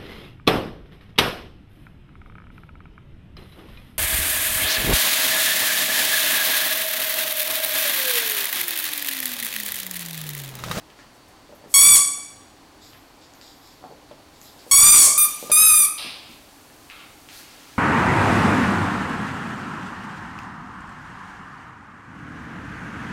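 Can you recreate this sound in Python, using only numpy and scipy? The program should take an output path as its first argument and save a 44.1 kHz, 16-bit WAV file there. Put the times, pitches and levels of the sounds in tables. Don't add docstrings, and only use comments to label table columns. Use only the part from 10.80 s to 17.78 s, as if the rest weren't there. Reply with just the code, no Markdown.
import sys
import numpy as np
from scipy import signal
from scipy.fft import rfft, irfft
from scipy.io import wavfile
from scipy.ndimage import uniform_filter1d

SR = 44100
rng = np.random.default_rng(int(sys.argv[2]) if len(sys.argv) > 2 else 0)


def put_to_file(sound):
    columns = np.atleast_2d(sound).T
    safe = np.clip(columns, -1, 1)
    whole_steps = np.round(safe * 32767)
    wavfile.write(sys.argv[1], SR, whole_steps.astype(np.int16))


def gain_from_db(level_db):
    decades = np.asarray(level_db, float) / 20
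    return 10 ** decades


N = 307818


def noise_like(t):
    return rng.standard_normal(len(t))


def rms_one(x):
    return x / np.sqrt(np.mean(x ** 2) + 1e-20)


def band(x, hz, octaves):
    edges = np.clip(hz * 2.0 ** (np.array([-.5, .5]) * octaves), 15, 20000)
    return signal.sosfilt(signal.butter(2, edges, "band", fs=SR, output="sos"), x)


def ring(x, hz, width_hz):
    r, w = np.exp(-np.pi * width_hz / SR), 2 * np.pi * hz / SR
    return signal.lfilter([0, np.sin(w)], [1, -2 * r * np.cos(w), r * r], x)


def add(out, x, s):
    i = round(s * SR)
    out[i:i + len(x)] += x[:N - i]


# frequency in Hz, level in dB per Hz.
STILL_AIR = [(12, -49), (20, -9), (127, -9.5), (204, -18.5), (270, -18.5), (347, -17), (388, -12.5),
             (485, -14), (527, -13), (802, -15), (1030, -16.5), (1120, -15.5), (2670, -21.5), (4300, -22.5),
             (16000, -37.5)]
# frequency in Hz, width in Hz, level in dB.
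APPLIANCE_HUMS = [(293, 60, -56.5), (797, 160, -59.5), (1025, 90, -64), (4480, 94, -67.5)]


def house():
    f = np.arange(N // 2 + 1) * SR / N + 1
    hz, db = np.transpose(STILL_AIR)
    air = irfft(rfft(rng.standard_normal(N)) * gain_from_db(np.interp(np.log(f), np.log(hz), db)), N)
    hums = sum(gain_from_db(db) * rms_one(ring(rng.standard_normal(N), hz, width)) for hz, width, db in APPLIANCE_HUMS)
    return gain_from_db(-52.5) * rms_one(air) + hums


# time in seconds, level in dB.
RUSTLE_LEVEL = [(0, -74.5), (1.9, -70.5), (2.5, -69), (3.0, -78), (3.5, -64), (3.9, -54), (5.4, -56.5),
                (5.8, -55), (6.4, -54), (7, -53.5)]


def rustle():
    s, db = np.transpose(RUSTLE_LEVEL)
    cloth = rms_one(band(rng.standard_normal(N), 2500, 5))
    return cloth * gain_from_db(np.interp(np.arange(N) / SR, s, db))


# frequency in Hz, time to fade by 60 dB in seconds.
HALL_FADE = [(250, 0.67), (1000, 0.77), (3000, 0.74), (6000, 0.75), (9000, 0.51), (12000, 0.56),
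             (15000, .4)]


def hallway(x):
    hall_db, gap_s = -1.5, 0.006
    tilt_db_per_octave = -3
    near_walls_db, near_walls_t60_s = 7.5, 0.26
    t, tail = np.arange(SR) / SR, 0
    noise = rng.standard_normal((2, SR))
    hz, t60 = np.transpose(HALL_FADE)
    for k, centre in enumerate(125 * 2 ** np.arange(0, 7.3, .5)):
        decay = np.interp(np.log(centre), np.log(hz), t60)
        tilt_db = tilt_db_per_octave * min(np.log2(centre / 8000), 0)
        tail = tail + band(noise[k % 2], centre, .5) * gain_from_db(tilt_db - 60 * t / decay)
    tail = tail * (1 + gain_from_db(near_walls_db - 60 * t / near_walls_t60_s))
    tail = tail * np.clip(t / gap_s, 0, 1) ** 2
    tail = gain_from_db(hall_db) * tail / np.sqrt(np.sum(tail ** 2))
    return signal.fftconvolve(x, tail)[:N]


def puffs(events, colour):
    out, t = np.zeros(N), np.arange(SR) / SR
    for s, rise, hold, db in events:
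        fall_s = 0.024 + 0.6 * hold
        shape = np.clip(t / rise, 0, 1) ** 2 * np.exp(-np.maximum(t - rise - hold, 0) / fall_s)
        roughness_db = 1.9 * rms_one(band(noise_like(t), 110, 2.5))
        grain = noise_like(t) * gain_from_db(roughness_db)
        noise = 0
        for hz, octaves, part_db in colour:
            part = band(band(grain, hz, octaves), hz, 1.5 * octaves)
            noise = noise + gain_from_db(part_db) * rms_one(part)
        add(out, gain_from_db(db) * shape * noise, s)
    return out


# start, rise and hold in seconds, level in dB.
SLIDE_TIMES = [
    (6.094, 0.0036, 0.1, -49),
    (6.594, 0.021, 0.35, -61.5),
]
# frequency in Hz, width in octaves, level in dB.
SLIDE_COLOUR = [(2870, 0.96, -0.8), (2180, 0.086, -10), (1320, 0.43, -7)]
# start, rise and hold in seconds, level in dB.
SHUFFLE_TIMES = [
    (.166, 0.018, 0.022, -57),
    (4.696, 0.0042, .004, -37.5),
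    (6.486, .002, 0.11, -49.5),
    (6.65, .039, .36, -55.5),
]
# frequency in Hz, width in octaves, level in dB.
SHUFFLE_COLOUR = [(3030, 2.3, 0.19)]
# start, rise and hold in seconds, level in dB.
SWEEP_TIMES = [
    (6.46, 0.084, 0.05, -50.5),
]
# frequency in Hz, width in octaves, level in dB.
SWEEP_COLOUR = [(10400, 1, 0.1), (4300, 0.22, -7)]


def person():
    slipper = puffs(SLIDE_TIMES, SLIDE_COLOUR)
    legs = puffs(SHUFFLE_TIMES, SHUFFLE_COLOUR)
    return slipper + legs + puffs(SWEEP_TIMES, SWEEP_COLOUR)


# start, rise and hold in seconds, level in dB.
SCUFF_TIMES = [(1.998, .02, 0.048, -54.5), (2.409, .006, 0.03, -59.5), (2.612, .002, 0.072, -55),
               (2.745, .1, 0.067, -58.5), (3.525, .004, .04, -63), (3.611, .037, 0.028, -54.5),
               (3.766, .02, 0.019, -58)]
# frequency in Hz, width in octaves, level in dB.
SCUFF_COLOUR = [(3700, 0.32, -3), (5060, 0.31, -2), (7200, 0.29, -5)]
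# start, rise and hold in seconds, level in dB.
SWISH_TIMES = [
    (.747, .001, .003, -59),
    (2.006, 0.026, 0.12, -62.5),
    (2.535, .005, 0.336, -65),
    (3.6, .009, .052, -56),
]
# frequency in Hz, width in octaves, level in dB.
SWISH_COLOUR = [(12300, 0.41, 0.14)]


def fur():
    return puffs(SCUFF_TIMES, SCUFF_COLOUR) + puffs(SWISH_TIMES, SWISH_COLOUR)


# start, rise and hold in seconds, level in dB.
SNORT_TIMES = [
    (4.446, 0.023, 0.17, -52.5),
    (5.177, 0.0027, 0.0084, -36.5),
    (5.178, 0.0085, .1, -39.5),
    (5.4, .038, 0.075, -53.5),
]
# frequency in Hz, width in octaves, level in dB.
SNORT_COLOUR = [(4560, 0.4, -2.5), (3520, 0.42, -1.5), (2480, .4, -4), (1000, 1.65, -12)]


def snorts():
    return puffs(SNORT_TIMES, SNORT_COLOUR)


# start, rise and hold in seconds, level in dB.
LEAK_TIMES = [
    (.324, 0.015, 0.015, -64.5),
    (.48, .003, 0.0032, -59.5),
    (.86, .06, .015, -46.5),
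    (3.84, 0.12, .011, -36),
    (4.58, 0.02, 0.059, -44),
    (5.478, 0.014, .048, -57.5),
]
# frequency in Hz, width in octaves, level in dB.
LEAK_COLOUR = [(8800, 1.4, 0.1)]
# start, rise and hold in seconds, level in dB.
SLUMP_TIMES = [
    (4.255, 0.0077, 0.003, -47),
]
# frequency in Hz, width in octaves, level in dB.
SLUMP_COLOUR = [(660, .76, 0.11)]


def toy_air():
    return puffs(LEAK_TIMES, LEAK_COLOUR) + puffs(SLUMP_TIMES, SLUMP_COLOUR)


def knocks(events, t60_s, contact_s, overtone, overtone_db):
    out, t = np.zeros(N), np.arange(8000) / SR
    width_hz = 4.0 / max(t60_s, .001)
    for s, peak_db, hz in events:
        touch = (1 + 0.23 * noise_like(t)) * np.exp(-t / contact_s)
        body = ring(touch, hz, width_hz)
        higher = ring(touch, min(overtone * hz, 18000), 2 * width_hz)
        x = body + gain_from_db(overtone_db) * higher
        add(out, gain_from_db(peak_db) * x / abs(x).max(), s)
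    return out


# time in seconds, peak level in dB, frequency in Hz.
TICK_TIMES = [(0.1027, -31, 3240), (0.1908, -27.5, 1690), (0.2194, -42, 2810), (0.8425, -36, 1840),
              (2.1335, -31.5, 3200), (2.149, -33, 1845), (2.422, -38.5, 3750), (2.5371, -29.5, 7000),
              (2.875, -38, 9000), (2.6135, -27, 4830), (3.2904, -37, 4340), (3.3149, -34.5, 3500),
              (3.6152, -26, 7100), (3.629, -40, 8000), (3.7928, -31.5, 4760), (3.8094, -40, 3450),
              (5.9001, -34, 1710), (6.1, -21.5, 2740), (6.4884, -23.5, 3020)]


def ticks():
    x = knocks(TICK_TIMES, t60_s=0.0058, contact_s=.0001, overtone=1.7, overtone_db=-6)
    return band(x, 4000, 3)


# time in seconds, peak level in dB, body frequency in Hz.
BUMP_TIMES = [(0.693, -36.5, 560), (0.725, -32.5, 598), (0.841, -34, 590), (0.859, -36.5, 403),
              (2.379, -44, 532), (3.028, -34, 790), (3.04, -27, 773), (3.051, -32, 880), (3.105, -36, 538),
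              (3.112, -31.5, 515), (3.312, -29.5, 617), (3.762, -42, 520), (3.865, -33.5, 530),
              (4.272, -21.5, 650), (4.627, -23.5, 535), (4.698, -18.5, 630), (5.247, -32, 293),
              (5.494, -39.5, 248)]


def bumps():
    x = knocks(BUMP_TIMES, t60_s=.05, contact_s=0.00021, overtone=1.43, overtone_db=-2.5)
    return band(x, 770, 5.1)


def squeak(bite, strength, colour, stall):
    wobble, thinning_db, onset_s, breath_db = 0.00076, 6.0, 0.00098, -33
    db_per_semitone = 6
    level_db, brighter_db = strength
    stall_s, pitch_lost, fade_db = stall
    s, hz = np.transpose(bite)
    t = np.arange(s[0], s[-1] + stall_s, 1 / SR)
    progress = (t - s[0]) / (s[-1] - s[0])
    dying = np.clip((t - s[-1]) / stall_s, 0, 1) ** 2

    unsteady = rms_one(band(noise_like(t), 60, 5.0))
    glide = uniform_filter1d(np.interp(t, s, hz), size=500, mode="nearest")
    pitch = glide * (1 - pitch_lost * dying) * (1 + wobble * unsteady)
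    phase = 2 * np.pi * np.cumsum(pitch) / SR

    multiple, colour_db = np.transpose(colour)
    multiple, colour_db = [*multiple, multiple[-1] + 1], [*colour_db, -60]
    tone = 0
    for k in range(1, 16):
        octaves = np.log2(k / 7)
        gain_db = np.interp(k * pitch / hz.mean(), multiple, colour_db)
        gain_db = gain_db + brighter_db * progress * octaves - thinning_db * dying * abs(octaves)
        shimmer_db = 3.0 if 2 < k < 6 else 1.3
        gain_db = gain_db + shimmer_db * rms_one(band(noise_like(t), 30, 3.0))
        tone = tone + gain_from_db(gain_db) * np.cos(k * phase + k * k * 0.2855)

    breath = rms_one(band(noise_like(t), 2800, 2.25)) * (1 + np.cos(phase))
    semitones = 12 * np.log2(glide / hz.mean())
    pressure = gain_from_db(level_db + db_per_semitone * semitones + fade_db * dying)
    edges = np.clip(np.minimum(t - t[0], t[-1] - t) / onset_s, 0, 1)
    return (rms_one(tone) + gain_from_db(breath_db) * breath) * pressure * edges


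# time in seconds, pitch in Hz.
PITCH_1 = [(0.94, 1110), (0.992, 1117), (1.09, 1156), (1.128, 1147), (1.15, 1133)]
PITCH_2 = [(3.912, 1107), (4.008, 1147), (4.062, 1186), (4.072, 1180), (4.108, 1207), (4.144, 1177),
           (4.158, 1157), (4.214, 1123), (4.249, 1077)]
PITCH_3 = [(4.377, 1217), (4.408, 1200), (4.44, 1205)]
PITCH_4 = [(4.716, 1224), (4.746, 1207), (4.798, 1268), (4.86, 1276), (4.918, 1229), (5.01, 1200),
           (5.047, 1159)]
# multiple of the mean pitch, level in dB.
JAWS_1 = [(1, -23.5), (2, -21), (3, -18), (4, -16.5), (5, -12), (6, -5), (7, 2), (8, 3), (9, -0.5),
          (10, -9.5), (11, -11.5), (12, -25.5), (13, -27.5), (14, -30.5)]
JAWS_2 = [(1, -15), (2, -18.5), (3, -23), (4, -12.5), (5, -9), (6, -2.5), (7, 1.5), (8, 2), (9, -3.5),
          (10, -16.5), (11, -9), (12, -27), (13, -23), (14, -36)]
JAWS_3 = [(1, -19), (2, -23.5), (3, -27), (4, -29.5), (5, -21.5), (6, -37.5), (7, -13.5), (8, -6.5),
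          (9, -14), (10, -12.5), (11, -13), (12, -14.5), (13, -38)]
JAWS_4 = [(1, -9.5), (2, -9.5), (3, -17), (4, -13.5), (5, -9.5), (6, -11), (7, 2.5), (8, 6.5), (9, 2.5),
          (10, -5), (11, -3.5), (12, -26), (13, -21)]
# level at mean pitch in dB, brightening from start to end in dB per octave.
BITE_STRENGTH = [
    (-1.5, -1.5),
    (1.5, 2.6),
    (-12, 0.4),
    (-10, 1.6),
]
# length in seconds, share of pitch lost, fade in dB.
REED_STALLS = [
    (0.024, 0.1177, -8),
    (0.045, 0.25, -45),
    (0.014, .08, -3),
    (0.015, 0.15, -7),
]
# gain in dB, one per squeak.
TOWARD_MIC = [5.5, -0.1, 1.5, 2.5]


def toy():
    out = np.zeros(N)
    pitches = PITCH_1, PITCH_2, PITCH_3, PITCH_4
    colours = JAWS_1, JAWS_2, JAWS_3, JAWS_4
    for bite, strength, colour, stall in zip(pitches, BITE_STRENGTH, colours, REED_STALLS):
        add(out, squeak(bite, strength, colour, stall), bite[0][0])
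    starts = [round(bite[0][0] * SR) for bite in pitches]
    latest = np.searchsorted(starts, np.arange(N), side="right") - 1
    return out, out * gain_from_db(TOWARD_MIC)[latest]


def scene():
    small = person() + fur() + snorts() + toy_air()
    tick, bump = ticks(), bumps()
    squeaks, aimed = toy()
    direct = aimed + bump + 0.9 * tick + small
    echoes = hallway(squeaks + 0.5 * bump + tick + small)
    return (direct + echoes + house() + rustle())[None]


def band_limit(x):
    return signal.sosfilt(signal.butter(12, 16990, fs=SR, output="sos"), x)


def record(dry):
    ceiling, knee, lopsided, cutoff_hz = 0.42, 2.5, .1, 15850
    fine = signal.resample_poly(dry, 3, 1, axis=1)
    squeezed = fine / (1 + abs(fine / ceiling) ** knee) ** (1 / knee)
    squeezed = squeezed + lopsided * squeezed ** 2
    mix = signal.resample_poly(squeezed, 1, 3, axis=1)
    mix = signal.sosfilt(signal.butter(1, 15, "high", fs=SR, output="sos"), mix)
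    mix = signal.sosfilt(signal.ellip(10, .5, 60, cutoff_hz, fs=SR, output="sos"), mix)
    return band_limit(mix)


dry = scene()
out = record(dry)
put_to_file(out)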